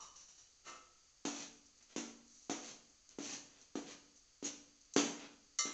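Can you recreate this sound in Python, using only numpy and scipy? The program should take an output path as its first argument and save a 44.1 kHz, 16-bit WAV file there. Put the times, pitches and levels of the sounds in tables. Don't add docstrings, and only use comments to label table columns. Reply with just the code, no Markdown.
import sys
import numpy as np
from scipy import signal
from scipy.fft import rfft, irfft, next_fast_len
from scipy.io import wavfile
from scipy.ndimage import uniform_filter1d

SR = 44100
rng = np.random.default_rng(int(sys.argv[2]) if len(sys.argv) > 2 else 0)


def unload_audio(sound):
    columns = np.transpose(np.atleast_2d(sound))
    steps = np.round(np.clip(columns, -1, 1) * 32767)
    wavfile.write(sys.argv[1], SR, steps.astype(np.int16))


N = 252781

# (time [s], thud [dB], upper mode offset [dB], knock [dB], crack [dB])
BLOWS = [(1.252, -30, -9.5, -40, -45.5), (1.9623, -31, -4.5, -62, -47.5), (2.4965, -29.5, -7, -38.5, -46),
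         (3.186, -35.5, -2, -52, -55), (3.7549, -31, -4, -44.5, -54), (4.4265, -35.5, -7, -68, -59),
         (4.9630, -22.5, 2, -36, -35.5), (5.654, -38, -1, -59, -50.5)]
# (time [s], length [s], rasp [dB], sizzle [dB])
DRAGS = [(1.319, 0.12, -51, -47), (1.779, 0.044, -67, -76), (1.872, 0.061, -62.5, -63),
         (2.25, .2, -79.5, -58.5), (2.605, 0.11, -54.5, -49), (3.075, 0.045, -66.5, -63),
         (3.201, 0.15, -49, -43), (3.476, 0.15, -67, -71), (3.845, 0.081, -52.5, -52.5),
         (4.425, .045, -45, -38.5), (5.167, 0.082, -51.5, -65)]
# (time [s], level [dB])
CLANGS = [(5.587, -33.5)]
# (time [s], length [s], pitch [Hz], level [dB])
SQUEAKS = [(4.444, 0.018, 6700, -37.5), (4.453, 0.0056, 6630, -48)]
# (time [s], level [dB])
TICKS = [(1.657, -62), (1.779, -61), (1.824, -58), (2.896, -64), (3.09, -59.5), (3.613, -58), (4.16, -58.5),
         (4.809, -64), (4.851, -64), (4.936, -44)]
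# (time [s], length [s], level [dB])
RUBS = [(0.634, .05, -49), (0.73, 0.011, -60.5)]
# (time [s], level [dB])
TOUCHES = [(.004, -54), (.022, -57.5), (.157, -54.5), (.205, -60.5), (0.283, -58.5), (.378, -60.5)]

# (pitch [Hz], level [dB], t60 [s])
BASE_MODES = [(234.3, -11.5, 0.78), (288.1, -2, 0.19), (286.5, -7.5, 0.8), (328.3, -8, 0.37),
              (416, -9.5, 0.18), (499, -19.5, 0.73), (603, -20, 0.6), (855, -21, 0.21)]
WALL_MODES = [(506, -26, .6), (641, -26, .6), (1071, -23, .5), (1179, -9, .52), (1303, -9, .65),
              (1830, -15, .25), (2045, -11, .25), (2083, -5, .5), (2767, -22, .55), (2988, -10, .3),
              (3682, -13, .3), (3779, -14, .33), (3960, -15, .9), (4090, -14, .3), (4435, -1, .2),
              (5206, -12, .3), (5340, -10, .32), (5728, -8, .4), (5870, 0, .38), (6455, -5, .27),
              (7020, -4, .32), (7106, -2, .25), (7407, -18, .6), (7628, -19, .4)]
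# (frequency [Hz], gain [dB])
RUB_FEED = [(550, 12), (1070, 12), (1180, 3), (1300, 9), (2050, -5), (2750, 8), (3100, -8), (4400, -13),
            (6500, -10), (7500, -13)]

# (frequency [Hz], level [dB])
CRACK_EQ = [(120, -30), (400, -1), (800, 3), (1200, 1.5), (1800, 0.5), (3000, 2), (4200, 0.5), (5200, -3.5),
            (8000, -18.5)]
SIZZLE_EQ = [(2500, -53.5), (4200, 1.5), (5100, -6.5), (5800, 9.5), (6400, 10), (7100, 4.5), (7800, -6),
             (8600, -77)]
RASP_EQ = [(50, -30), (100, -4.5), (170, 1), (290, 5.5), (500, 5.5), (1000, -0.5), (1800, 0.5), (3000, 4.5),
           (4200, -1.5), (5200, -4), (8000, -21)]
CLACK_EQ = [(300, -68), (1200, -9), (2500, -18), (4000, 1.5), (4800, -15), (5700, 13.5), (7100, 4),
            (8000, -15.5)]
SLIDE_EQ = [(100, -15), (300, 3), (700, 2.5), (1000, -3), (1370, 9), (1550, -1), (2400, -1), (2850, 3.5),
            (3200, -3), (4400, -3.5), (4900, -6), (6600, 4.5), (8000, -15.5)]
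BRUSH_EQ = [(300, -19), (2300, -18), (2800, -14), (3500, -18.5), (3900, -12.5), (5300, -13), (5750, 2),
            (6400, -1.5), (7200, -10), (8200, -28)]
HUSH_EQ = [(200, -17), (750, -14), (1000, -1), (1130, 2.5), (1280, 1.5), (1500, -29), (3000, -22)]
ROOM_TONE_EQ = [(20, 2.5), (45, -0.5), (100, -7), (165, -15), (280, -12), (500, -13), (950, -18.5),
                (1250, -10.5), (1450, -15.5), (2400, -13.5), (3900, -13.5), (4600, -4), (5250, -10),
                (6500, -1.5), (8000, -19)]

# (frequency [Hz], t60 [s])
KITCHEN_DECAY = [(120, 1), (300, 0.61), (1000, 0.6), (4000, 0.49), (8000, 0.53)]
# (delay [s], gain [linear])
ECHOES = [(.0082, .25), (.0182, .38), (.0255, .2), (.036, .2)]


def blows():
    out, t = np.zeros(N), np.arange(SR) / SR
    low_cut = signal.butter(4, 175, "highpass", fs=SR, output="sos")
    contact = (decay(t, t60=0.022) + amp(-13) * decay(t, t60=0.15)) * rise(t, attack_s=0.00064)
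    for s, thud_db, upper_db, knock_db, crack_db in BLOWS:
        thud = amp(thud_db) * ring([(314, -1.5, 0.026), (411, upper_db, 0.028)], scatter_db=0.8)
        hum = amp(thud_db - 9.5) * ring(BASE_MODES, scatter_db=2.2)
        hum *= rise(t, attack_s=0.009)
        knock = ring([(726, -1.5, 0.035), (874, -5, 0.023), (1210, -8, 0.023)], scatter_db=1.5)
        body = kitchen(thud, wet_db=-5) + hum + kitchen(amp(knock_db) * knock, wet_db=3)
        add(out, s, -signal.sosfilt(low_cut, body))
        crack = amp(5.5) * burst(contact, CRACK_EQ)
        sizzle = amp(6) * burst(contact, SIZZLE_EQ)
        add(out, s, kitchen(amp(crack_db) * (crack + sizzle), wet_db=6.5))
    return out


def drags():
    out = np.zeros(N)
    slips = grains(N, per_s=6000, spread_db=2.5)
    rasp = amp(-6) * coloured(slips, RASP_EQ)
    sizzle = amp(-9) * coloured(slips, SIZZLE_EQ)
    for s, length, rasp_db, sizzle_db in DRAGS:
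        pressure = swell(s, length, attack_s=0.04, release_s=0.017)
        out += pressure * (amp(rasp_db) * rasp + amp(sizzle_db) * sizzle)
    return kitchen(out, wet_db=-1.5)


def clangs():
    out, t = np.zeros(N), np.arange(SR) / SR
    for s, db in CLANGS:
        tone = amp(-1.8) * ring(WALL_MODES, scatter_db=1) * rise(t, attack_s=0.002)
        clack = amp(3.5) * burst(decay(t, t60=0.058), CLACK_EQ)
        scrape = amp(-20) * burst(decay(t, t60=0.13), SLIDE_EQ)
        add(out, s, amp(db) * (tone + kitchen(clack + scrape, wet_db=-2)))
    return out


def squeaks():
    out = np.zeros(N)
    for s, length, hz, db in SQUEAKS:
        size = round(length * SR)
        unsteady_hz = hz * (1 + 0.051 * rng.standard_normal(size))
        phase = 2 * np.pi * np.cumsum(unsteady_hz) / SR
        add(out, s, amp(db) * signal.windows.tukey(size) * np.sin(phase))
    return kitchen(out, wet_db=-21)


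def ticks():
    out, t = np.zeros(N), np.arange(SR // 8) / SR
    envelope = rise(t, attack_s=0.0011) * decay(t, t60=0.079)
    for s, db in TICKS:
        pops = grains(len(t), per_s=43000, spread_db=11)
        crackle = coloured(pops, SIZZLE_EQ) + 0.081 * coloured(pops, RASP_EQ)
        add(out, s, amp(db) * envelope * crackle)
    return kitchen(out, wet_db=-10)


def rim_rub():
    t = np.arange(2 * SR) / SR
    force, singing = np.zeros(len(t)), np.zeros(len(t))
    for s, length, db in RUBS:
        force += amp(db) * swell(s, length, attack_s=min(length, 0.059), release_s=0.012)[:len(t)]
    for hz, db, t60 in WALL_MODES:
        retained = amp(-120 / (t60 * SR))
        energy = signal.lfilter([1 - retained], [1, -retained], force ** 2)
        drift = 0.01 * np.cumsum(rng.standard_normal(len(t)) * force / force.max())
        singing += amp(db + curve_at(RUB_FEED, hz)) * np.sqrt(energy) * np.sin(2 * np.pi * hz * t + drift)
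    friction = amp(-6) * force * coloured(grains(len(t), per_s=7600, spread_db=1), SLIDE_EQ)
    return np.pad(singing + kitchen(friction, wet_db=6.5), (0, N - len(t)))


def touches():
    out, t = np.zeros(N), np.arange(SR) / SR
    lowest_hz, tilt_db_per_octave = 2500, -7
    high_modes = [(hz, db + tilt_db_per_octave * np.log2(hz / lowest_hz), t60)
                  for hz, db, t60 in WALL_MODES if hz > lowest_hz]
    for s, db in TOUCHES:
        brush = decay(t, t60=0.16) * coloured(grains(SR, per_s=5000, spread_db=1.5), BRUSH_EQ)
        tone = amp(-4.5) * ring(high_modes, scatter_db=2.5)
        add(out, s, amp(db) * rise(t, attack_s=0.0018) * (brush + tone))
    return kitchen(out, wet_db=2)


def hush():
    envelope = swell(0, length=0.013, attack_s=0.0013, release_s=0.071)
    hollow = coloured(grains(N, per_s=5000, spread_db=2), HUSH_EQ)
    return kitchen(amp(-57.5) * envelope * hollow, wet_db=-4)


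def room_tone():
    return amp(-68.5) * coloured(rng.standard_normal(N), ROOM_TONE_EQ)


def kitchen(x, wet_db):
    hz, t, noise = signal.stft(rng.standard_normal(SR), SR, nperseg=256)
    fade = decay(t, t60=curve_at(KITCHEN_DECAY, hz)[:, None])
    tail = signal.istft(noise * fade, SR, nperseg=256)[1]
    tail *= rise(np.arange(len(tail)) / SR, attack_s=0.0023)
    response = amp(wet_db) * tail / np.linalg.norm(tail)
    response[0] += 1
    for delay, gain in ECHOES:
        response[round(delay * SR)] += gain
    return signal.fftconvolve(x, response)[:len(x)]


def ring(modes, scatter_db):
    t = np.arange(SR) / SR
    return sum(amp(db + scatter_db * rng.standard_normal()) * decay(t, t60) * np.sin(2 * np.pi * hz * t)
               for hz, db, t60 in modes)


def burst(envelope, colour):
    size = len(envelope)
    spectrum = rfft(envelope * grains(size, per_s=12000, spread_db=0.5))
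    smooth_power = np.abs(uniform_filter1d(np.abs(spectrum) ** 2, size=90)) + 1e-20
    snap = irfft(spectrum / np.sqrt(smooth_power), size)
    snap[size // 2:] = 0
    return coloured(snap, colour) * np.sqrt(np.mean(envelope ** 2))


def grains(size, per_s, spread_db):
    slips = (rng.random(size) < per_s / SR) * rng.standard_normal(size)
    return slips * amp(spread_db * rng.standard_normal(size))


def swell(s, length, attack_s, release_s):
    t = np.arange(N) / SR - s
    onset = np.sin(np.pi / 2 * np.clip(t / attack_s, 0, 1)) ** 2
    return onset * np.exp(-np.maximum(t - length, 0) / release_s)


def rise(t, attack_s):
    return 1 - np.exp(-t / attack_s)


def decay(t, t60):
    return amp(-60 * t / t60)


def coloured(x, colour):
    shaped = filtered(x, lambda hz: amp(curve_at(colour, hz)))
    return shaped / np.sqrt(np.mean(shaped ** 2) + 1e-20)


def filtered(x, response):
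    size = next_fast_len(len(x) + 8192)
    return irfft(rfft(x, size) * response(np.fft.rfftfreq(size, 1 / SR)), size)[:len(x)]


def curve_at(points, hz):
    points_hz, values = np.transpose(points)
    return np.interp(np.log(hz + 1), np.log(points_hz + 1), values)


def amp(db):
    return 10 ** (np.asarray(db) / 20)


def add(track, s, sound):
    part = track[max(round(s * SR), 0):][:len(sound)]
    part += sound[:len(part)]


def scene():
    opening = hush() + touches() + rim_rub()
    folding = blows() + drags() + ticks() + squeaks()
    return (opening + folding + clangs() + room_tone())[None]


def record(dry):
    cutoff_hz = 8080
    return np.array([filtered(x, lambda hz: 1 / np.sqrt(1 + (hz / cutoff_hz) ** 80)) for x in dry])


dry = scene()
out = record(dry)
unload_audio(out)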